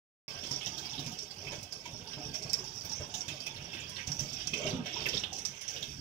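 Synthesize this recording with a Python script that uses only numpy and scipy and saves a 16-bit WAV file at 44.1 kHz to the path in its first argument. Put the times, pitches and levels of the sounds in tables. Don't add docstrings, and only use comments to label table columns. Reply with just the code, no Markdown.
import sys
import numpy as np
from scipy import signal
from scipy.fft import rfft, irfft
from scipy.io import wavfile
from scipy.ndimage import uniform_filter1d, map_coordinates

SR = 44100
rng = np.random.default_rng(int(sys.argv[2]) if len(sys.argv) > 2 else 0)


def master_out(mix):
    frames = np.transpose(np.atleast_2d(mix))
    ceiling = np.clip(frames, -1, 1)
    pcm = np.round(ceiling * 32767).astype(np.int16)
    wavfile.write(sys.argv[1], SR, pcm)


N = 264820

# time_s, pockets_db, large_db, medium_db, small_db
JET_LEVELS = [(0.3, -58, -51.5, -47.5, -44.5), (0.41, -56, -52, -47.5, -47),
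              (0.6, -55.5, -50.5, -50, -42.5), (1.05, -53, -52, -47.5, -47.5),
              (1.3, -61.5, -56.5, -54.5, -50.5), (1.52, -51.5, -50, -47, -48.5),
              (1.7, -60.5, -57.5, -58, -54.5), (2.25, -52.5, -51, -50.5, -48.5),
              (2.75, -57.5, -55.5, -53.5, -46), (3.35, -56.5, -51.5, -50, -49), (3.8, -54, -54.5, -46, -51),
              (4.15, -54.5, -56, -52.5, -46.5), (4.4, -52, -54.5, -46.5, -42.5),
              (4.5, -45.5, -59, -47.5, -52), (4.58, -50.5, -48.5, -41.5, -42.5),
              (4.7, -45.5, -42.5, -42, -43.5), (4.81, -61, -48, -51.5, -59.5), (4.91, -61, -48.5, -41, -46),
              (5.02, -48.5, -45.5, -40.5, -41.5), (5.17, -49, -51, -43.5, -43),
              (5.3, -52.5, -52, -51.5, -56.5), (5.62, -63.5, -59.5, -49.5, -50),
              (5.8, -52.5, -54.5, -45, -48.5), (6.0, -50.5, -63.5, -58, -48.5)]
# freq_hz, density_db_per_hz
POCKET_SPECTRUM = [(15, -57), (25, 9), (48, -7.5), (86, 3.5), (133, 0), (201, -2.5), (244, -3), (296, -6),
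                   (380, -14), (490, -31.5), (840, -120)]
LARGE_SPECTRUM = [(190, -11.5), (330, -2), (532, -5), (597, -6), (678, -7), (922, -3), (1110, -12),
                  (1400, -11), (1820, -15), (3080, -120)]
MEDIUM_SPECTRUM = [(900, -32), (1350, -19), (1650, -11.5), (1950, -10), (2300, -7), (2700, -4.5),
                   (3250, -2.5), (3600, -5.5), (4000, -15.5), (4500, -12), (5700, -52)]
SMALL_SPECTRUM = [(2800, -53), (4100, -10), (4600, -1.5), (5000, 1.5), (5400, 6.5), (5850, 0.5),
                  (6200, -7.5), (6700, -10), (7400, -18.5), (8200, -30), (11000, -51)]
DROPLET_SPECTRUM = [(5000, -46), (7000, -19), (8500, -0.5), (11000, -17), (14000, -3), (15000, -8),
                    (16000, -24)]
# time_s, pitch_hz
FIZZ_PITCH_TRACK = [(0.3, 5407), (2.0, 5405), (2.8, 5560), (3.2, 5694), (3.5, 5307), (4.1, 5780),
                    (4.4, 5500), (4.65, 5800), (5.1, 5404), (5.35, 5940), (5.7, 5800), (6.0, 5520)]
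FIZZ_CENTRE_HZ, FIZZ_SHAKE_DB = 5450, 1.2
FIZZ_DRIFT, BABBLE_DRIFT, GURGLE_DRIFT = 0.015, 0.035, 0.09
BUBBLE_PATCH_DB = 1.3


def jet():
    t = np.arange(N) / SR
    time_s, *columns = np.transpose(JET_LEVELS)
    pockets_db, large_db, medium_db, small_db = (np.interp(t, time_s, c) for c in columns)
    shake, dip_db = surge(per_s=45), lulls()

    pockets = cloud(POCKET_SPECTRUM, low_hz=42.0, high_hz=379.5, per_s=400,
                    cycles=1.28, glide=0.019, spread_db=1.5)
    large = cloud(LARGE_SPECTRUM, low_hz=299.1, high_hz=1432, per_s=800,
                  cycles=4.7, glide=0.033, spread_db=2.0)
    medium = cloud(MEDIUM_SPECTRUM, low_hz=1375, high_hz=4602, per_s=1700,
                   cycles=6.0, glide=0.02, spread_db=2.0)
    small = cloud(SMALL_SPECTRUM, low_hz=3900, high_hz=7930, per_s=2600,
                  cycles=4.8, glide=0.0075, spread_db=8.5)
    fine = cloud(DROPLET_SPECTRUM, low_hz=7060, high_hz=16000, per_s=540,
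                 cycles=6.8, glide=0.0081, spread_db=2.5)

    thud = amp(pockets_db + 0.5 + 1.0 * shake) * pockets
    gurgle = amp(large_db - 3.5 + 0.5 * shake) * drift(large, 1 + GURGLE_DRIFT * surge(per_s=12))
    babble = amp(medium_db - 2.5 + 0.086 * shake) * drift(medium, 1 + BABBLE_DRIFT * surge(per_s=14))
    fizz_ratio = np.interp(t, *np.transpose(FIZZ_PITCH_TRACK)) / FIZZ_CENTRE_HZ
    fizz_ratio = fizz_ratio * (1 + FIZZ_DRIFT * surge(per_s=22))
    fizz = amp(small_db - 1.5 + FIZZ_SHAKE_DB * shake) * drift(small, fizz_ratio)

    spray_db = 0.5 * small_db + 0.8 * shake
    spray = amp(spray_db - 33.0) * patter(per_s=790)
    droplets = amp(spray_db - 46) * fine
    patches = batches(gurgle + babble + fizz + droplets, BUBBLE_PATCH_DB, octaves=0.276, length_s=0.035)
    return amp(dip_db) * (thud + patches), amp(0.5 * dip_db) * spray


def lulls(depth_db=2.0, before_s=0.018, width_s=0.011):
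    t = np.arange(N) / SR
    return -depth_db * sum(np.exp(-((t - s + before_s) / width_s) ** 2) for s, *_ in SLAPS)


# start_s, level_db, pitch_hz, breakup_db
AIR_GULPS = [(0.51, -31, 125, -45), (0.665, -37, 120, -55), (0.99, -32.5, 137, -44.5),
             (1.061, -32, 133, -56), (1.517, -34.5, 295, -46), (1.93, -34.5, 107, -54),
             (2.168, -33.5, 140, -44), (2.257, -30.5, 123, -54), (2.284, -32, 134, -52),
             (2.451, -32.5, 117, -45.5), (2.842, -33.5, 92, -48), (2.903, -42, 200, -47.5),
             (2.997, -30.5, 84, -40.5), (3.147, -39, 149, -51), (3.278, -37, 112, -47),
             (3.315, -36, 130, -64), (4.076, -26, 90.2, -48.5), (4.185, -31, 85, -45.5),
             (4.211, -29, 143, -52), (4.529, -34, 186, -48), (4.652, -32, 404, -52),
             (4.729, -25.5, 172, -49), (4.791, -28, 228, -47), (5.057, -33, 302, -43),
             (5.15, -32, 196.9, -43), (5.921, -37, 107, -58)]
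CHURN_DB, CHURN_T60_S = -17.5, 0.32


def gulps(cycles=1.21, glide=0.015, gain_db=-2, breakup_t60_s=0.15, rise_s=0.0051):
    swings, churn, breakup = np.zeros((3, N))
    t = np.arange(SR // 4) / SR
    for start_s, level_db, pitch_hz, breakup_db in AIR_GULPS:
        onset = 1 - np.exp(-t * pitch_hz * 3)
        add(swings, start_s, amp(level_db + gain_db) * bubble(t, pitch_hz, cycles, glide) * onset)
        add(churn, start_s, burst(level_db + CHURN_DB, CHURN_T60_S, rise_s))
        add(breakup, start_s, burst(breakup_db, breakup_t60_s, rise_s))
    pockets = cloud(POCKET_SPECTRUM, low_hz=116.5, high_hz=336, per_s=320,
                    cycles=1.15, glide=0.033, spread_db=-3.5)
    return swings + churn * pockets + colour(breakup * patter(per_s=1500), LARGE_SPECTRUM)


# start_s, level_db, pitch_hz, t60_s, slide_oct_per_s
CAVITY_GLUGS = [(0.311, -45, 920, .07, -1), (0.341, -43, 736, 0.24, -3.5), (0.516, -37.5, 289, 0.18, -2.5),
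                (0.985, -35, 290, 0.14, -3.5), (1.075, -41.5, 252, 0.34, -8.5), (1.521, -41, 602, 0.15, -2),
                (1.854, -35, 967, 0.083, -1), (1.868, -45, 317, 0.15, -19.5), (2.189, -40.5, 287, 0.15, 1),
                (2.257, -37.5, 336, 0.12, -11), (2.584, -41.5, 352, 0.19, 2.5),
                (3.004, -35.5, 617, 0.058, -9), (3.336, -44.5, 616, 0.18, -3), (3.745, -43.5, 332, .25, -3),
                (4.55, -40.5, 425, 0.34, 0.5), (4.595, -40, 608, 0.22, -2.5), (4.648, -30.5, 637, 0.11, 0),
                (4.652, -34, 410, .13, -1), (4.672, -39.5, 810, .16, -3), (4.704, -36.5, 410, 0.18, -4),
                (4.729, -31.5, 277, 0.26, -3.5), (4.79, -34.5, 232.8, 0.2, -1), (4.855, -37, 570, 0.058, 0),
                (4.959, -38.5, 948, 0.25, -1), (5.063, -30, 345, 0.11, -3.5), (5.137, -33, 545, 0.082, -24),
                (5.321, -41.5, 738, 0.17, 2), (5.744, -43, 593, 0.22, -7.5)]
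GLUG_RISE_S, GLUG_ROUGH, GLUG_WOBBLE_PER_S = 0.0036, 0.76, 198


def glugs(gain_db=-4):
    out, t = np.zeros(N), np.arange(SR // 2) / SR
    for start_s, level_db, pitch_hz, t60_s, slide in CAVITY_GLUGS:
        knots = rng.standard_normal((2, 128))
        wobble = np.interp(t * GLUG_WOBBLE_PER_S, np.arange(knots.shape[1]), knots[0] + 1j * knots[1])
        phase = 2 * np.pi * np.cumsum(pitch_hz * 2 ** (slide * t)) / SR
        note = ((1 + GLUG_ROUGH * wobble) * np.exp(1j * phase)).imag
        add(out, start_s, burst(level_db + gain_db, t60_s, GLUG_RISE_S) * note)
    return out


# freq_hz, density_db_per_hz
BOIL_SPECTRUM = [(90, -25), (180, 1.5), (400, 1), (700, -2), (1000, -14), (2000, -60)]
BOIL_PEAK_S, BOIL_DB, BOIL_SWELL_S, BOIL_FADE_S, BOIL_SLIDE_OCT_PER_S = 4.71, -45.5, 0.15, 0.097, -2.5


def boil(low_hz=150, high_hz=620):
    t = np.arange(N) / SR - BOIL_PEAK_S
    level = amp(BOIL_DB) * np.exp(-(t / np.where(t < 0, BOIL_SWELL_S, BOIL_FADE_S)) ** 2)
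    mass = cloud(BOIL_SPECTRUM, low_hz=low_hz, high_hz=high_hz, per_s=490,
                 cycles=4.5, glide=0.02, spread_db=1.5)
    return level * drift(mass, 2 ** np.clip(BOIL_SLIDE_OCT_PER_S * t, -1, 1))


# start_s, peak_db, pitch_hz, t60_s
TIMED_CLUSTERS = [(0.511, -28, 5230, 0.035), (0.559, -30, 5360, 0.092), (0.61, -32.5, 3120, 0.18),
                  (0.666, -28, 3310, 0.036), (0.78, -31, 3820, 0.031), (0.932, -34, 3600, 0.14),
                  (0.979, -30, 3770, 0.1), (1.065, -29.5, 5120, 0.04), (1.188, -29, 5430, 0.06),
                  (1.226, -36.5, 5800, .07), (1.307, -34.5, 4760, 0.08), (1.469, -34.5, 2540, 0.18),
                  (1.724, -28.5, 5030, 0.035), (2.072, -35.5, 4570, 0.047), (2.131, -34.5, 3270, 0.097),
                  (2.248, -34.5, 5470, 0.058), (2.341, -29, 5600, 0.11), (2.423, -31.5, 5500, 0.079),
                  (2.496, -27.5, 5400, 0.029), (2.5335, -17.5, 5420, 0.053), (2.59, -29, 5450, 0.026),
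                  (2.773, -35, 5600, 0.079), (2.81, -32, 5100, 0.059), (2.849, -34, 5580, .06),
                  (2.895, -31.5, 5400, 0.06), (2.916, -29.5, 5360, 0.054), (2.85, -38, 14500, 0.07),
                  (3.14, -33, 3610, 0.097), (3.141, -46, 8250, .1), (3.14, -32.5, 6280, 0.16),
                  (3.185, -38, 6900, .07), (3.206, -27.5, 5530, 0.035), (3.282, -42, 6900, .08),
                  (3.403, -33, 4960, 0.048), (3.465, -33.5, 2680, 0.081), (3.562, -35, 3740, 0.062),
                  (3.765, -36.5, 2225, 0.081), (3.799, -39, 6800, .06), (3.895, -44.5, 9450, .06),
                  (3.96, -34, 3870, 0.057), (3.983, -31.5, 2360, 0.18), (4.118, -22.5, 5710, 0.018),
                  (4.192, -26, 5870, 0.049), (4.331, -28.5, 5670, 0.04), (4.404, -34.5, 3070, 0.15),
                  (4.472, -21, 5790, 0.025), (4.535, -22.5, 2890, 0.059), (4.665, -27, 5340, 0.058),
                  (4.668, -27.5, 3210, 0.044), (4.705, -30, 4100, 0.035), (5.057, -22, 2630, 0.057),
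                  (5.062, -38, 13000, 0.11), (5.064, -28, 2150, 0.084), (5.087, -23, 5250, 0.02),
                  (5.132, -25.5, 3320, 0.11), (5.17, -23, 3730, 0.036), (5.195, -35, 5900, 0.04),
                  (5.236, -22, 3370, 0.045), (5.329, -29, 5830, 0.033), (5.384, -29.5, 5900, 0.059),
                  (5.451, -23.5, 5880, 0.058), (5.454, -52, 8100, .06), (5.615, -43.5, 10250, .06),
                  (5.679, -25, 5800, 0.11), (5.763, -26.5, 3250, 0.039), (5.826, -26.5, 3530, 0.05)]
SOFT_PER_S, SOFT_DB, SOFT_T60_S, SOFT_LOW_HZ, SOFT_HIGH_HZ = 2.6, -45, 0.057, 2550, 6020


def plinks(gain_db=0.0):
    out = np.zeros(N)
    for start_s, peak_db, pitch_hz, t60_s in TIMED_CLUSTERS:
        add(out, start_s, cluster(peak_db + gain_db, pitch_hz, t60_s))
    for when, pitch in rng.random((int(SOFT_PER_S * N / SR), 2)):
        pitch_hz = SOFT_LOW_HZ + pitch * (SOFT_HIGH_HZ - SOFT_LOW_HZ)
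        add(out, when * N / SR, cluster(SOFT_DB, pitch_hz, SOFT_T60_S))
    return out


# pitch_hz, spread_share
CLUSTER_SPREAD = [(2000, 0.695), (2900, 0.315), (3700, 0.35), (5100, 0.17), (5750, 0.1), (8400, 0.096),
                  (13000, 0.23)]
LEAD_SHARE, LEAD_S = 1.22, 0.00094
STRAGGLE_DB, STRAGGLE_T60_S = -18.5, 0.28


def cluster(db, hz, t60_s, cycles=8, spread=0.29, count=170):
    order = (np.arange(count) + rng.random(count)) / count
    pitch = rng.standard_normal(count)
    sign = rng.choice([-1., 1.], count)
    born_s = order ** 2 * STRAGGLE_T60_S
    fade = amp(-60 * born_s / max(t60_s, 0.01)) + amp(STRAGGLE_DB - 60 * born_s / STRAGGLE_T60_S)
    size = sign * np.sqrt(order) * fade * (1 + LEAD_SHARE * np.exp(-born_s / LEAD_S))
    pitches_hz = np.minimum(hz * np.exp(spread * read(CLUSTER_SPREAD, hz) * pitch), SR / 2)
    k = np.arange(SR // 60)
    rings = size[:, None] * bubble(k / SR, pitches_hz[:, None], cycles, glide=0.004)
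    chirp = np.bincount(((born_s[:, None] * SR).astype(int) + k).ravel(), rings.ravel())
    peak_rms = np.sqrt(uniform_filter1d(chirp ** 2, size=220).max())
    return amp(db) * chirp / (2 * peak_rms)


# start_s, spray_db, spray_t60_s, bubbles_db
SLAPS = [(0.431, -45, 0.59, -43), (0.51, -41, 0.11, -53), (0.659, -39, 0.11, -46),
         (0.778, -40.5, 0.18, -53), (0.99, -42, 0.16, -55), (1.061, -43.5, .09, -67),
         (1.119, -42, 0.11, -69), (1.517, -45.5, 0.26, -42), (1.626, -38, 0.053, -73),
         (1.722, -38.5, 0.06, -72), (1.854, -47, 0.13, -44.5), (2.339, -47, 0.23, -46),
         (2.641, -43, 0.063, -68), (2.846, -45, 0.16, -53), (3.005, -48, 0.1, -71),
         (3.138, -44.5, 0.31, -51), (3.279, -38, 0.11, -38), (3.462, -41.5, 0.11, -50),
         (3.727, -49.5, 0.36, -41), (3.893, -42, 0.088, -73), (3.96, -52, 0.064, -41),
         (4.071, -36, 0.066, -45), (4.188, -38, 0.31, -47), (4.537, -36.5, 0.065, -51),
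         (4.857, -42.5, 0.11, -35.5), (5.058, -35, 0.042, -55), (5.327, -48.5, 0.73, -70),
         (5.451, -51, 0.11, -57), (5.609, -40.5, 0.09, -49), (5.682, -47, 0.75, -71),
         (5.825, -42.5, 0.13, -57)]


def splashes(rise_s=0.0008, spray_gain_db=2, bubbles_gain_db=0, bubbles_t60_s=0.2):
    shower, batch = np.zeros((2, N))
    for start_s, spray_db, spray_t60_s, bubbles_db in SLAPS:
        add(shower, start_s, burst(spray_db + spray_gain_db, spray_t60_s, rise_s))
        add(batch, start_s, burst(bubbles_db + bubbles_gain_db, bubbles_t60_s, rise_s))
    return colour(batch * patter(per_s=2700), MEDIUM_SPECTRUM), shower * patter(per_s=2000)


# start_s, level_db
STRAY_DROPS = [(2.5326, -8)]
# freq_hz, density_db_per_hz
TICK_SPECTRUM = [(1000, -40), (4000, -17), (6000, 4), (8000, 1), (12000, -4), (16000, 2.5)]


def ticks(decay_s=0.00003):
    out, t = np.zeros(N), np.arange(SR // 50) / SR
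    for start_s, level_db in STRAY_DROPS:
        add(out, start_s, amp(level_db) * np.exp(-t / decay_s))
    return colour(out, TICK_SPECTRUM)


def scatter(impacts, spectrum, direct_db=-6, wall_db=-1, wall_t60_s=0.068, room_db=-9, room_t60_s=0.63):
    t = np.arange(SR // 2) / SR
    echo_power = 0
    for db, t60_s in ((wall_db, wall_t60_s), (room_db, room_t60_s)):
        tail = amp(-60 * t / max(t60_s, 0.01))
        echo_power = echo_power + (amp(db) * tail / np.linalg.norm(tail)) ** 2
    level = np.sqrt(abs(signal.oaconvolve(impacts ** 2, echo_power)[:N]))
    direct = amp(direct_db) * impacts
    return np.array([colour(direct + level * noise, spectrum) for noise in rng.standard_normal((2, N))])


# freq_hz, density_db_per_hz
RUMBLE_SPECTRUM = [(5, -17), (25, -25), (50, -3), (90, 8), (150, -6), (400, -43), (2000, -61), (16000, -54)]


def rumble(db=-66.5, follow=0.42):
    time_s, pockets_db = np.transpose(JET_LEVELS)[:2]
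    level_db = db + follow * np.interp(np.arange(N) / SR, time_s, pockets_db - pockets_db.mean())
    return amp(level_db) * np.array([colour(noise, RUMBLE_SPECTRUM) for noise in rng.standard_normal((2, N))])


# freq_hz, width_hz, level_db over the direct sound
TUB_MODES = [(145, 17, -1), (178, 22, -9), (239, 12, -5), (403, 56, -7), (605, 28, -1), (730, 8.3, 3),
             (844, 8.7, -3.5), (903, 31, -10), (1240, 14, 3), (1580, 16, 2), (1945, 15, -5), (2245, 10, -5),
             (2554, 30, -3), (3266, 30, -8), (5830, 50, -5)]
# freq_hz, t60_s
ROOM_T60 = [(100, 0.07), (1000, 0.4), (5000, 0.33), (15000, 0.39)]


def tub(x, wall_t60_s=0.056, shared_db=-7, own_db=3, room_db=-4, scatter_hz=800, shade_hz=2500, count=4):
    body = x + sum(amp(db) * signal.lfilter(*signal.iirpeak(hz, hz / width_hz, SR), x)
                   for hz, width_hz, db in TUB_MODES)
    short = signal.butter(2, scatter_hz, "high", fs=SR, output="sos")
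    walls_t60 = [(1000, wall_t60_s), (15000, 1.15 * wall_t60_s)]
    spots = np.array([surge(per_s=14) for _ in range(count)])
    shaded = signal.lfilter(*signal.butter(1, shade_hz, fs=SR), body)
    ports = np.array([shaded, body])
    for share in spots / np.linalg.norm(spots, axis=0):
        shared = amp(shared_db) * echoes(walls_t60, delay_s=0.001)
        for port in ports:
            own = amp(own_db) * echoes(walls_t60, delay_s=0.0002)
            flutter = signal.sosfilt(short, shared + own)
            room = amp(room_db) * echoes(ROOM_T60, delay_s=0.0074)
            add(port, 0, signal.oaconvolve(share * body, flutter + room))
    escape = amp(read([(500, -1.5), (1200, -5.5), (15000, -5.5)], np.fft.rfftfreq(N, 1 / SR)))
    return irfft(rfft(ports) * escape, N)


def echoes(t60s, delay_s):
    t = np.arange(SR // 2) / SR
    signs = rng.choice([-1., 1.], len(t))
    taps = signs * (rng.random(len(t)) < 3000 / SR) * (t > delay_s)
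    hz, age_s, z = signal.stft(taps, SR, nperseg=128)
    decay = amp(-60 * age_s / np.maximum(read(t60s, hz), 0.01)[:, None])
    tail = signal.istft(z * decay, SR, nperseg=128)[1][:len(t)]
    return tail / np.linalg.norm(tail)


def cloud(spectrum, low_hz, high_hz, per_s, cycles, glide, spread_db):
    draws = rng.random((int(per_s * N / SR), 5))
    when, pitch, strength, damping, sign = draws.T[:, :, None]
    hz = low_hz + (high_hz - low_hz) * pitch
    strength_db = spread_db * np.minimum(-np.log(1 - strength), 3)
    size = np.sign(sign - 0.5) * np.sqrt(hz) * amp(strength_db)
    k = np.arange(int(6 * cycles / low_hz * SR))
    rings = size * bubble(k / SR, hz, cycles * (0.5 + damping), glide)
    swarm = np.bincount(((when * N).astype(int) + k).ravel(), rings.ravel(), N)[:N]
    return unit(colour(swarm, spectrum))


def bubble(t, hz, cycles, glide):
    age = hz * t / cycles
    return np.exp(-age) * np.sin(2 * np.pi * hz * t * (1 + glide * np.minimum(age, 10) / 2))


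def patter(per_s):
    return unit(rng.standard_normal(N) * (rng.random(N) < per_s / SR))


def burst(db, t60_s, rise_s):
    t = np.arange(SR // 2) / SR
    return amp(db - 60 * t / max(t60_s, 0.01)) * (1 - np.exp(-t / rise_s))


def surge(per_s):
    t = np.arange(N) / SR
    knots = rng.standard_normal(int(t[-1] * per_s) + 2)
    return unit(np.interp(t * per_s, np.arange(len(knots)), knots))


def drift(x, ratio):
    return unit(map_coordinates(x, [np.cumsum(ratio)], order=3, mode="grid-wrap"))


def batches(x, depth_db, octaves, length_s):
    hz, _, z = signal.stft(x, SR, nperseg=256, noverlap=192)
    band = np.log2(1 + hz / 500) / octaves
    moment = np.arange(z.shape[-1]) * 64 / SR / length_s
    grid = np.meshgrid(band, moment, indexing="ij")
    field = map_coordinates(rng.standard_normal((64, 1024)), grid, order=1, mode="grid-wrap")
    gain = unit(amp(depth_db * unit(field)))
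    return signal.istft(z * gain, SR, nperseg=256, noverlap=192)[1][..., :N]


def colour(x, spectrum, size=4096):
    gain_db = np.maximum(read(spectrum, abs(np.fft.fftfreq(size, 1 / SR))), -100)
    log_gain = np.log(amp(gain_db))
    taps = np.fft.ifft(np.exp(np.conj(signal.hilbert(log_gain)))).real[:size // 2]
    return signal.oaconvolve(x, taps / np.linalg.norm(taps))[:len(x)]


def read(points, hz):
    f, value = np.transpose(points)
    return np.interp(np.log(hz + 1), np.log(f + 1), value)


def add(mix, start_s, sound):
    part = mix[max(round(start_s * SR), 0):][:len(sound)]
    part += sound[:len(part)]


def amp(db):
    return 10 ** (np.asarray(db) / 20)


def unit(x):
    return x / np.sqrt(np.mean(x ** 2) + 1e-20)


# freq_hz, density_db_per_hz
SPRAY_SPECTRUM = [(180, -1), (300, -17), (584, -2), (1140, -8), (1580, 3), (1750, -53), (2610, -1),
                  (2840, -31), (3520, -2), (4300, -29), (4590, -2.5), (5800, 2.5), (7690, -10),
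                  (14700, -17), (16000, -5)]
SHOWER_SPECTRUM = [(200, -38), (600, 0.5), (1600, -33), (3200, -14), (4300, -5.5), (5800, 8), (7700, -12),
                   (10000, -16.5), (13000, -19.5), (15500, -12)]
SPRAY_PATCH_DB = 2.3


def scene():
    bubbles, spray = jet()
    trapped, shower = splashes()
    crack = ticks()
    water = tub(bubbles + plinks() + trapped + gulps() + glugs() + boil() + amp(-17) * crack)
    drops = scatter(spray, SPRAY_SPECTRUM) + scatter(shower, SHOWER_SPECTRUM)
    drops = batches(drops, SPRAY_PATCH_DB, octaves=0.2973, length_s=0.03)
    return water + drops + crack + rumble()


# freq_hz, level_db
LEFT_RIGHT_LEVEL = [(10, -2), (50, 2), (90, -4.5), (160, -4), (400, -1.5), (900, -3), (1100, -9),
                    (2000, -6.5), (3300, -17), (4400, -12.5), (5900, -26.5), (8000, -13), (11000, -6.5),
                    (15000, -4)]
# freq_hz, phase_rad
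LEFT_PHASE = [(860, 0), (2840, 7), (6400, 20.5)]
START_S, EDGE_HZ = 0.2805, 15700


def record(dry):
    hz = np.fft.rfftfreq(N, 1 / SR)
    ratio = amp(read(LEFT_RIGHT_LEVEL, hz))
    lead = np.exp(1j * read(LEFT_PHASE, hz))
    gains = np.array([ratio * lead, np.ones_like(ratio)]) * 2 / (1 + ratio)
    heard = irfft(rfft(dry) * gains, N)
    heard = heard * (np.arange(N) / SR > START_S)
    low_pass = signal.firwin(255, EDGE_HZ, window=("kaiser", 8), fs=SR)
    return signal.oaconvolve(heard, low_pass[None], "same", axes=1)


dry = scene()
out = record(dry)
master_out(out)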